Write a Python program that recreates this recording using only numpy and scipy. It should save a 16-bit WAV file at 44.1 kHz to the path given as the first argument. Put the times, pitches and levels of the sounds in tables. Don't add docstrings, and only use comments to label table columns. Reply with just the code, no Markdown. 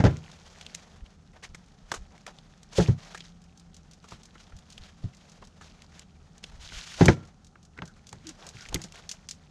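import sys
import numpy as np
from scipy import signal
from scipy.fft import rfft, irfft
from scipy.io import wavfile

SR = 44100
rng = np.random.default_rng(int(sys.argv[2]) if len(sys.argv) > 2 else 0)


def to_wav(s):
    ch = np.atleast_2d(s).T
    pcm = np.round(np.clip(ch, -1, 1) * 32767)
    wavfile.write(sys.argv[1], SR, pcm.astype(np.int16))


N = 419118
TIME = np.arange(N) / SR
AGE = TIME[:SR // 3]


def from_db(db):
    return 10 ** (np.asarray(db) / 20)


def rms_one(x):
    return x / np.sqrt(np.mean(x ** 2) + 1e-20)


def burst_one(x):
    return x / np.sqrt(np.sum(x ** 2) / (SR / 100) + 1e-20)


def dying(t60):
    return from_db(-60 * AGE / max(t60, 1e-3))


def bell(centre_s, length_s):
    return np.exp(-(2 * (TIME - centre_s) / length_s) ** 2)


def add(out, s, sound):
    start = max(round(s * SR), 0)
    out[start:start + len(sound)] += sound[:N - start]


def low_pass(x, hz, order=2):
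    return signal.sosfilt(signal.butter(order, min(hz, SR / 3), fs=SR, output="sos"), x)


def resonance(x, hz, width_hz):
    r = np.exp(-np.pi * width_hz / SR)
    feed = np.array([1, 0, -1]) * (1 - r * r) / 2
    feedback = [1, -2 * r * np.cos(2 * np.pi * hz / SR), r * r]
    return signal.lfilter(feed, feedback, x)


def colour(x, spectrum, size=4096):
    hz, db = np.transpose(spectrum)
    grid = np.log(np.maximum(np.fft.rfftfreq(size, 1 / SR), 1))
    outside = np.maximum(np.log(hz[0]) - grid, 0) + np.maximum(grid - np.log(hz[-1]), 0)
    log_gain = np.log(from_db(np.interp(grid, np.log(hz), db))) - 2 * outside
    cepstrum = irfft(log_gain)
    cepstrum[1:size // 2] *= 2
    cepstrum[size // 2 + 1:] = 0
    response = irfft(np.exp(rfft(cepstrum)))
    return signal.oaconvolve(x, response / np.linalg.norm(response))[:len(x)]


def drift(rate):
    knots = rng.standard_normal(N // 20)
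    return np.interp(TIME * rate, np.arange(len(knots)), knots)


def grit(size, spread_db):
    strength = from_db(spread_db * np.minimum(rng.exponential(1, size), 4))
    return rms_one(rng.standard_normal(size) * strength)


def contact(t60, tail_db, tail_t60, spread_db, rise_s=0.00043):
    press = 1 - np.exp(-AGE / max(rise_s, 1e-5))
    decay = dying(t60) + from_db(tail_db) * dying(tail_t60)
    return burst_one(grit(len(AGE), spread_db) * press * decay)


def knocks(place_db=6.5, board_db=-9.5, loose_db=-10.5, bone_db=-25.0, low_cut_hz=50, meat_loss=0.032):
    # start in seconds, blow in dB, contact cut-off in Hz,
    # place on the board 0-1, ring time factor, clatter in dB.
    landings = [(.001, -6, 215, 0.3, 0.23, -29), (.039, 2, 306, 0.53, 0.19, -27),
                (.049, -7, 240, 0.15, 1.48, -23), (.063, -19.5, 200, 0.55, 1.3, -27),
                (2.782, -11, 485, 0.18, 0.81, -37), (2.798, -16, 377, .36, 1, -29.5),
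                (2.884, -3.5, 125, 0.55, 0.78, -41), (4.12, -33.5, 150, 0.2, 0.74, -69),
                (5.039, -18.5, 140, 0.57, 0.54, -60), (7.009, -4.5, 382, .76, 0.84, -20),
                (7.025, -13.5, 420, 0.42, 0.86, -31.5), (7.053, -14.5, 303, 0.57, 1.84, -48),
                (7.083, 1.5, 314, 0.2, 0.44, -17), (7.785, -41, 400, .5, 0.99, -50),
                (7.822, -30, 240, 0.28, 0.62, -45), (8.128, -41, 237, 0.56, 1.8, -50),
                (8.545, -37, 151, 0.56, 1.1, -73), (8.745, -22, 240, 0.2, 1.15, -39),
                (8.842, -38, 250, 0.35, 0.6, -49.5)]
    # mode in Hz, relative level in dB, t60 in seconds of the board
    board_modes = [(63, 0.5, 0.088), (78, -11.5, 0.31), (96.5, -1, 0.23), (131.5, 0.5, 0.23),
                   (158.5, 1.5, 0.35), (177, 8, 0.13), (221, -11.5, 0.39), (277, 0.5, 0.096),
                   (327.4, -7, 0.39), (356, -1, 0.14), (412.8, 3.5, 0.077), (538, 0.5, 0.13),
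                   (618, -19, 0.17), (690, -13, 0.17), (769, -14.5, 0.41), (810, 3.5, 0.12),
                   (858, -6, 0.57), (1010, -4.5, 0.086)]
    # frequency in Hz, relative level in dB per Hz.
    clatter_colour = [(250, -7.5), (500, 7.5), (850, 8.5), (1150, -4), (1450, 5), (1950, 0), (2500, -9),
                      (4000, -12.5), (6500, -15), (9000, -36.5), (14000, -68.5)]
    # frequency in Hz, relative level in dB, t60 in seconds.
    bone_modes = [(1007, -1, .25), (1380, -6, 0.46), (1350, -5, 0.38), (1745, 0, 0.17), (1900, -7, 0.21),
                  (2050, -5.5, 0.11), (2260, -4.5, 0.26)]

    thuds, chatter, rings = np.zeros(N), np.zeros(N), np.zeros(N)
    hz, mode_db, t60 = np.transpose(board_modes)
    k = np.arange(len(board_modes))
    swing = np.sin(2 * np.pi * np.outer(hz, AGE))
    bone = sum(from_db(db) * np.sin(2 * np.pi * f * AGE) * dying(t) for f, db, t in bone_modes)
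    for s, db, contact_hz, place, ring_time, clatter_db in landings:
        strength = (-1) ** k * from_db(board_db + mode_db + place_db * np.cos(np.pi * (k + 1) * place))
        decay_per_s = np.log(1000) / (t60 * ring_time) + meat_loss * hz
        ring = strength @ (swing * np.exp(-np.outer(decay_per_s, AGE)))
        loose = burst_one(resonance(contact(0.13, -19.0, 0.4, 1.8), 300, 400))
        add(thuds, s, from_db(db) * low_pass(ring + from_db(loose_db) * loose, contact_hz))
        add(chatter, s, from_db(clatter_db) * contact(0.082, -27.5, 0.15, 3.6))
        add(rings, s, from_db(clatter_db + bone_db) * bone)
    high_pass = signal.butter(2, low_cut_hz, "high", fs=SR, output="sos")
    thuds = signal.sosfilt(high_pass, thuds + 1e-18)
    return thuds + rings + colour(chatter, clatter_colour)


def taps(body_width=0.41, skirt_width=1.0, crack_db=-4.5, rise_s=0.00082, top_hz=7500):
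    # start in seconds, body in dB,
    # body pitch in Hz, steel edge in dB, t60 in seconds of the crunch at the touched spot.
    touches = [(0.039, -21, 446, -47, 0.018), (0.168, -59, 3000, -53, 0.017), (0.315, -55, 3500, -59, .018),
               (0.611, -46.5, 2550, -51.5, 0.018), (0.664, -44, 3040, -54, 0.011),
               (0.744, -63, 2860, -49, 0.027), (0.747, -46.5, 2240, -37.5, 0.027),
               (1.061, -58, 3000, -72, .012), (1.437, -45.5, 1940, -49.5, .04),
               (1.546, -45, 1660, -49, 0.03), (1.916, -30.5, 1100, -36, .031),
               (1.938, -37, 1190, -38.5, 0.087), (2.178, -60, 2230, -65, 0.0095),
               (2.265, -43.5, 1400, -46, 0.014), (2.386, -51.5, 3920, -78, 0.01),
               (2.631, -61, 3620, -54, 0.018), (2.783, -26.5, 457, -59, 0.13),
               (3.146, -39, 1520, -48, 0.046), (3.175, -48.5, 2090, -50, 0.037),
               (3.205, -43.5, 3250, -62, 0.02), (4.04, -51.5, 1180, -59.5, 0.077),
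               (4.12, -45.5, 1000, -64, 0.027), (4.353, -51.5, 1340, -73, 0.063),
               (4.522, -55, 1400, -80, 0.032), (4.778, -45, 2980, -55, 0.016),
               (5.424, -48, 840, -77, 0.036), (5.61, -48.5, 1240, -58, 0.11), (5.819, -57, 2820, -56, .017),
               (5.993, -56, 2300, -47.5, 0.018), (6.38, -68, 3500, -56.5, 0.016),
               (6.439, -40.5, 2960, -48, 0.018), (6.689, -48.5, 3080, -68, 0.013),
               (6.721, -47, 1290, -65, 0.014), (7.056, -32.5, 400, -26.5, .023),
               (7.082, -17.5, 1650, -55, 0.018), (7.555, -53, 1306, -88, .019),
               (7.776, -53.5, 1490, -64, 0.01), (7.788, -42, 1520, -74, 0.015),
               (7.82, -38, 1450, -76, .0083), (8.127, -47.5, 1040, -47.5, 0.015),
               (8.687, -47.5, 2750, -49, .021), (8.725, -42, 820, -54, 0.024),
               (8.743, -32.5, 3500, -31, 0.018), (8.757, -36.5, 2000, -56, 0.018),
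               (8.922, -54.5, 2560, -52, .02), (8.956, -55, 1700, -55, 0.014)]
    # frequency in Hz, relative level in dB per Hz.
    edge_colour = [(2000, -10.5), (3500, 0.5), (5000, 5.5), (6700, 9), (8200, 2.5), (9200, -5.5),
                   (11000, -11.5), (15000, -33)]
    tock_db, tock_loss_db_per_octave = -4.5, 5.5

    body, edge = np.zeros(N), np.zeros(N)
    for s, body_db, body_hz, edge_db, t60 in [*touches, *stray_touches()]:
        handle_db = body_db + tock_db - tock_loss_db_per_octave * np.log2(body_hz / 1000)
        crunch = contact(t60, -32.5, 0.074, 4.2, rise_s)
        spot = resonance(crunch, body_hz, body_hz * body_width)
        spot = resonance(spot, body_hz, body_hz * skirt_width)
        crack = resonance(contact(t60, -29.5, 0.11, 4.6, rise_s), 2800, 1800)
        add(body, s, from_db(body_db) * burst_one(spot))
        add(body, s, from_db((body_db + edge_db) / 2 + crack_db) * burst_one(crack))
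        handle = low_pass(resonance(contact(t60 * 0.68, -19.0, 0.16, 3.6, rise_s), 350, 450), 950)
        add(body, s, from_db(handle_db) * burst_one(handle))
        add(edge, s, from_db(edge_db) * contact(t60 * 1.1, -33.0, 0.25, 8.9, rise_s))
    return low_pass(body, top_hz) + colour(edge, edge_colour)


def stray_touches(count=12):
    middle_db, spread_db, edge_db = -63, 3.5, -6
    low_hz, high_hz, t60_s = 1300, 3930, 0.048
    when, pitch, force = rng.random((count, 3)).T
    db = middle_db + spread_db * (2 * force - 1)
    hz = low_hz * (high_hz / low_hz) ** pitch
    return list(zip(when * N / SR, db, hz, db + edge_db, np.full(count, t60_s)))


def sliding(drag_db=-1.0, swish_db=-4.5, reach_octaves=1.0, judder_db=3.0,
            crackle_db=-8.0, crackle_limit_db=-45.5):
    # frequency in Hz, width in Hz, relative level in dB.
    drag_modes = [(420, 460, 5), (620, 460, 4.5), (820, 510, 2), (1108, 640, 0.5), (1450, 330, -0.5),
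                  (1720, 270, -5), (2040, 1100, -1.5), (2940, 790, 1)]
    # frequency in Hz, relative level in dB per Hz.
    swish_colour = [(1800, -7), (3200, -0.5), (4800, -1.5), (6600, -2), (8000, -11.5), (9200, -17),
                    (11000, -22), (13000, -34), (15500, -45.5)]

    drag_level, drag_hz, swish_level = rubbing()
    slips, octave = [grit(N, 6.2), grit(N, 5.8)], np.log2(drag_hz)
    drag, power = np.zeros(N), 1e-9
    for k, (hz, width_hz, db) in enumerate(drag_modes):
        weight = from_db(db) * np.exp(-((np.log2(hz) - octave) / reach_octaves) ** 2 / 2)
        drag += weight * rms_one(resonance(resonance(slips[k % 2], hz, width_hz), hz, hz))
        power = power + weight ** 2
    drag *= from_db(drag_level + drag_db) / np.sqrt(power)
    swish = from_db(swish_level + swish_db) * colour(grit(N, 1.2), swish_colour)
    wet_level = np.minimum(swish_level, crackle_limit_db) + crackle_db
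    wet = from_db(wet_level) * crackles(51, 1680, 6130, 0.18)
    return (drag + swish) * from_db(judder_db * drift(90)) + wet


def rubbing():
    # time in seconds, drag in dB before
    holding = [(0, -54), (1.0, -61.5), (1.25, -67.5), (2.4, -62.5), (3.5, -68), (4.2, -63), (5.55, -65.5),
               (5.7, -60), (6.15, -67.5), (6.6, -59.5), (7.6, -73.5), (8.0, -64.5), (8.35, -59.5),
               (9.0, -59.5), (9.5, -68)]
    # start in seconds, length in seconds, drag in dB,
    # drag centre in Hz, bright swish in dB; both levels before the trims in sliding().
    strokes = [(0.028, 0.095, -41.5, 1000, -54), (0.231, 0.61, -61.5, 1150, -57.5),
               (0.805, .2, -61, 825, -67), (1.33, 0.043, -54.5, 920, -67), (1.422, 0.03, -47, 1520, -47),
               (1.876, 0.063, -57, 1340, -58), (1.939, 0.021, -48, 1110, -55),
               (2.108, 0.043, -56, 690, -77), (2.269, 0.019, -45.5, 930, -52),
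               (2.71, 0.091, -46.5, 925, -44.5), (2.749, 0.079, -55, 570, -32), (2.788, .13, -44, 650, -47),
               (2.954, 0.18, -51, 1250, -53), (3.113, .18, -62, 1500, -56),
               (4.074, 0.077, -53.5, 1750, -51.5), (4.372, 0.063, -64, 2500, -55.5),
               (4.68, .1, -62, 1450, -56.5), (4.79, .1, -54, 1700, -55.5), (5.017, 0.027, -57, 620, -54.5),
               (5.143, 0.23, -63, 890, -62.5), (5.41, 0.039, -56, 800, -62), (5.6, 0.096, -62, 1200, -56.5),
               (5.914, 0.098, -57, 1340, -55.5), (6.425, 0.038, -56, 1300, -51),
               (6.589, 0.14, -55.5, 2000, -47.5), (6.721, 0.087, -43, 2100, -39),
               (6.8, 0.096, -52, 2230, -45), (6.86, 0.12, -46.5, 2100, -42), (6.975, 0.13, -36.5, 850, -35),
               (7.085, 0.21, -56.5, 907, -64), (8.225, 0.078, -54, 1980, -57),
               (8.39, 0.092, -48.5, 930, -53), (8.523, 0.14, -53.5, 1860, -47),
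               (8.676, 0.13, -51.5, 1000, -63), (8.935, 0.048, -48.5, 1270, -50),
               (9.091, 0.053, -56, 1300, -75)]
    holding_hz, holding_swish_db = 1000, -1.5
    attack_share, ease_db, release_t60_s = 0.56, 4, 0.14

    drag = from_db(np.interp(TIME, *np.transpose(holding))) ** 2
    swish = drag * from_db(holding_swish_db) ** 2
    log_hz = drag * np.log(holding_hz)
    for s, length, drag_db, hz, swish_db in strokes:
        age = np.arange(int((length + release_t60_s) * SR)) / SR
        attack = np.sin(np.pi / 2 * np.minimum(age / (attack_share * length), 1))
        ease = from_db(ease_db * (.5 - np.minimum(age / length, 1)))
        release = np.exp(-np.log(1000) * np.maximum(age - length, 0) / release_t60_s)
        press = attack * ease * release
        power = (from_db(drag_db) * press) ** 2
        add(drag, s, power)
        add(log_hz, s, power * np.log(hz))
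        add(swish, s, (from_db(swish_db) * press) ** 2)
    return 10 * np.log10(drag), np.exp(log_hz / drag), 10 * np.log10(swish)


def crackles(per_s, low_hz, high_hz, width, count=10):
    happens = rng.random(N) < per_s / SR
    sign = rng.choice([-1, 1], N)
    pops = happens * sign * from_db(4 * np.minimum(rng.exponential(1, N), 2.5))
    dealt = rng.integers(0, count, N)
    rings = np.zeros(N)
    for k, hz in enumerate(np.geomspace(low_hz, high_hz, count)):
        rings += resonance(pops * (dealt == k) + 1e-18, hz, hz * width) / np.sqrt(hz)
    return rms_one(low_pass(rings, 7000, order=4))


def ticks(pair_gap=.022, repeat_gap=0.0018, snap_db=-9.0, fizz_db=-3.0, second_db=0.1):
    # start of the first tick in seconds, level in dB
    pairs = [(0.147, -72), (1.661, -64.5), (3.418, -61.5), (3.575, -55.5), (3.744, -52.5), (3.912, -54),
             (4.087, -52.5), (4.233, -52), (4.566, -55), (4.702, -51), (5.147, -57), (5.296, -56),
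             (5.45, -57), (7.252, -61), (7.446, -56.5), (7.629, -58.5), (7.855, -51), (8.069, -48.5),
             (8.269, -41.5), (8.467, -43), (8.817, -39.5), (9.092, -34.5), (9.288, -37)]
    # frequency in Hz, relative level in dB per Hz.
    tick_colour = [(1000, -20.5), (2200, -10.5), (3800, -3.5), (5800, 0), (6800, -0.5), (8300, -10),
                   (9300, -14), (12000, -25.5), (15000, -38)]

    out = np.zeros(N)
    snap = from_db(snap_db) * burst_one(np.ones(1))
    for s, first_db in pairs:
        for at, db in ((s, first_db), (s + pair_gap, first_db + second_db)):
            add(out, at, from_db(db) * snap)
            add(out, at + repeat_gap, from_db(db) * snap)
            add(out, at, from_db(db + fizz_db) * contact(0.034, -13.5, 0.16, 1.5))
    return colour(out, tick_colour)


def narrow_bands():
    # centre in seconds, length in seconds, pitch in Hz, width in Hz of the narrower filter, level in dB.
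    bands = [(7.112, 0.071, 6300, 700, -58), (7.198, 0.2, 1317, 160, -69.5), (7.781, 0.024, 1480, 252, -53),
             (7.892, 0.05, 1450, 202, -59.5), (8.62, 0.077, 1490, 220, -54.5),
             (8.746, 0.0053, 11000, 2500, -36.5)]

    out, noise = np.zeros(N), grit(N, 2.5)
    for s, length, hz, width_hz, db in bands:
        tone = rms_one(resonance(resonance(noise, hz, width_hz), hz, width_hz * 3))
        out += from_db(db) * tone * bell(s, length)
    return out


def swell_and_squeak(overtone_db=-32.0, waver_per_s=70):
    # centre in seconds,
    # length in seconds, pitch in Hz, share of pitch lost at the ends, level in dB, pitch waver share.
    tones = [(3.333, 1.27, 170.6, 0.00481, -57, 0.0077), (8.284, 0.063, 305, 0.36, -45, 0.065)]

    out = np.zeros(N)
    for s, length, hz, bend, db, waver in tones:
        swell = bell(s, length)
        pitch = hz * (1 - bend * (1 - swell) ** 2 + waver * drift(waver_per_s))
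        phase = 2 * np.pi * np.cumsum(pitch) / SR
        wave = np.sin(phase) + from_db(overtone_db) * np.sin(2 * phase)
        out += from_db(db) * np.sqrt(2) * swell * wave
    return out


def outdoors(air_db=-57):
    # frequency in Hz, relative level in dB per Hz.
    air_colour = [(15, -51), (25, 10), (71, -1.5), (118, -1), (167, 4.5), (335, -14.5), (404, -12.5),
                  (655, -20), (769, -11.5), (952, -27), (1310, -18), (2070, -38.5), (6370, -29),
                  (10000, -44.5), (15000, -83.5)]
    # frequency in Hz, half the width of each filter in Hz, level in dB.
    drone_bands = [(78.4, 4.8, -62.5), (160, 7.1, -67.5), (189.5, 34, -65.5)]
    # centre in seconds, length in seconds, level in dB.
    puffs = [(1.031, 0.032, -44), (1.522, 0.066, -47), (1.856, 0.045, -50), (1.998, 0.076, -43),
             (4.556, 0.064, -42), (4.824, 0.08, -46.5), (5.055, 0.042, -36), (6.584, 0.21, -48.5),
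             (6.76, 0.071, -43.5), (6.998, 0.018, -33.5), (8.74, 0.081, -37)]

    out = from_db(air_db) * rms_one(colour(rng.standard_normal(N), air_colour))
    for hz, width_hz, db in drone_bands:
        band = resonance(rng.standard_normal(N), hz, width_hz * 2)
        out += from_db(db) * rms_one(resonance(band, hz, width_hz * 2))
    gusts = sum(from_db(db) * bell(s, length) for s, length, db in puffs)
    rumble = rms_one(low_pass(resonance(rng.standard_normal(N), 16.0, 67), 67))
    return out + gusts * rumble


def scene():
    handling = knocks() + narrow_bands() + taps() + ticks() + sliding()
    return (handling + swell_and_squeak() + outdoors())[None]


def record(dry):
    rounded = 1.09 * np.tanh(dry / 1.106)
    top_cut = signal.ellip(10, .1, 80, 15500, fs=SR, output="sos")
    return signal.sosfilt(top_cut, rounded)


dry = scene()
out = record(dry)
to_wav(out)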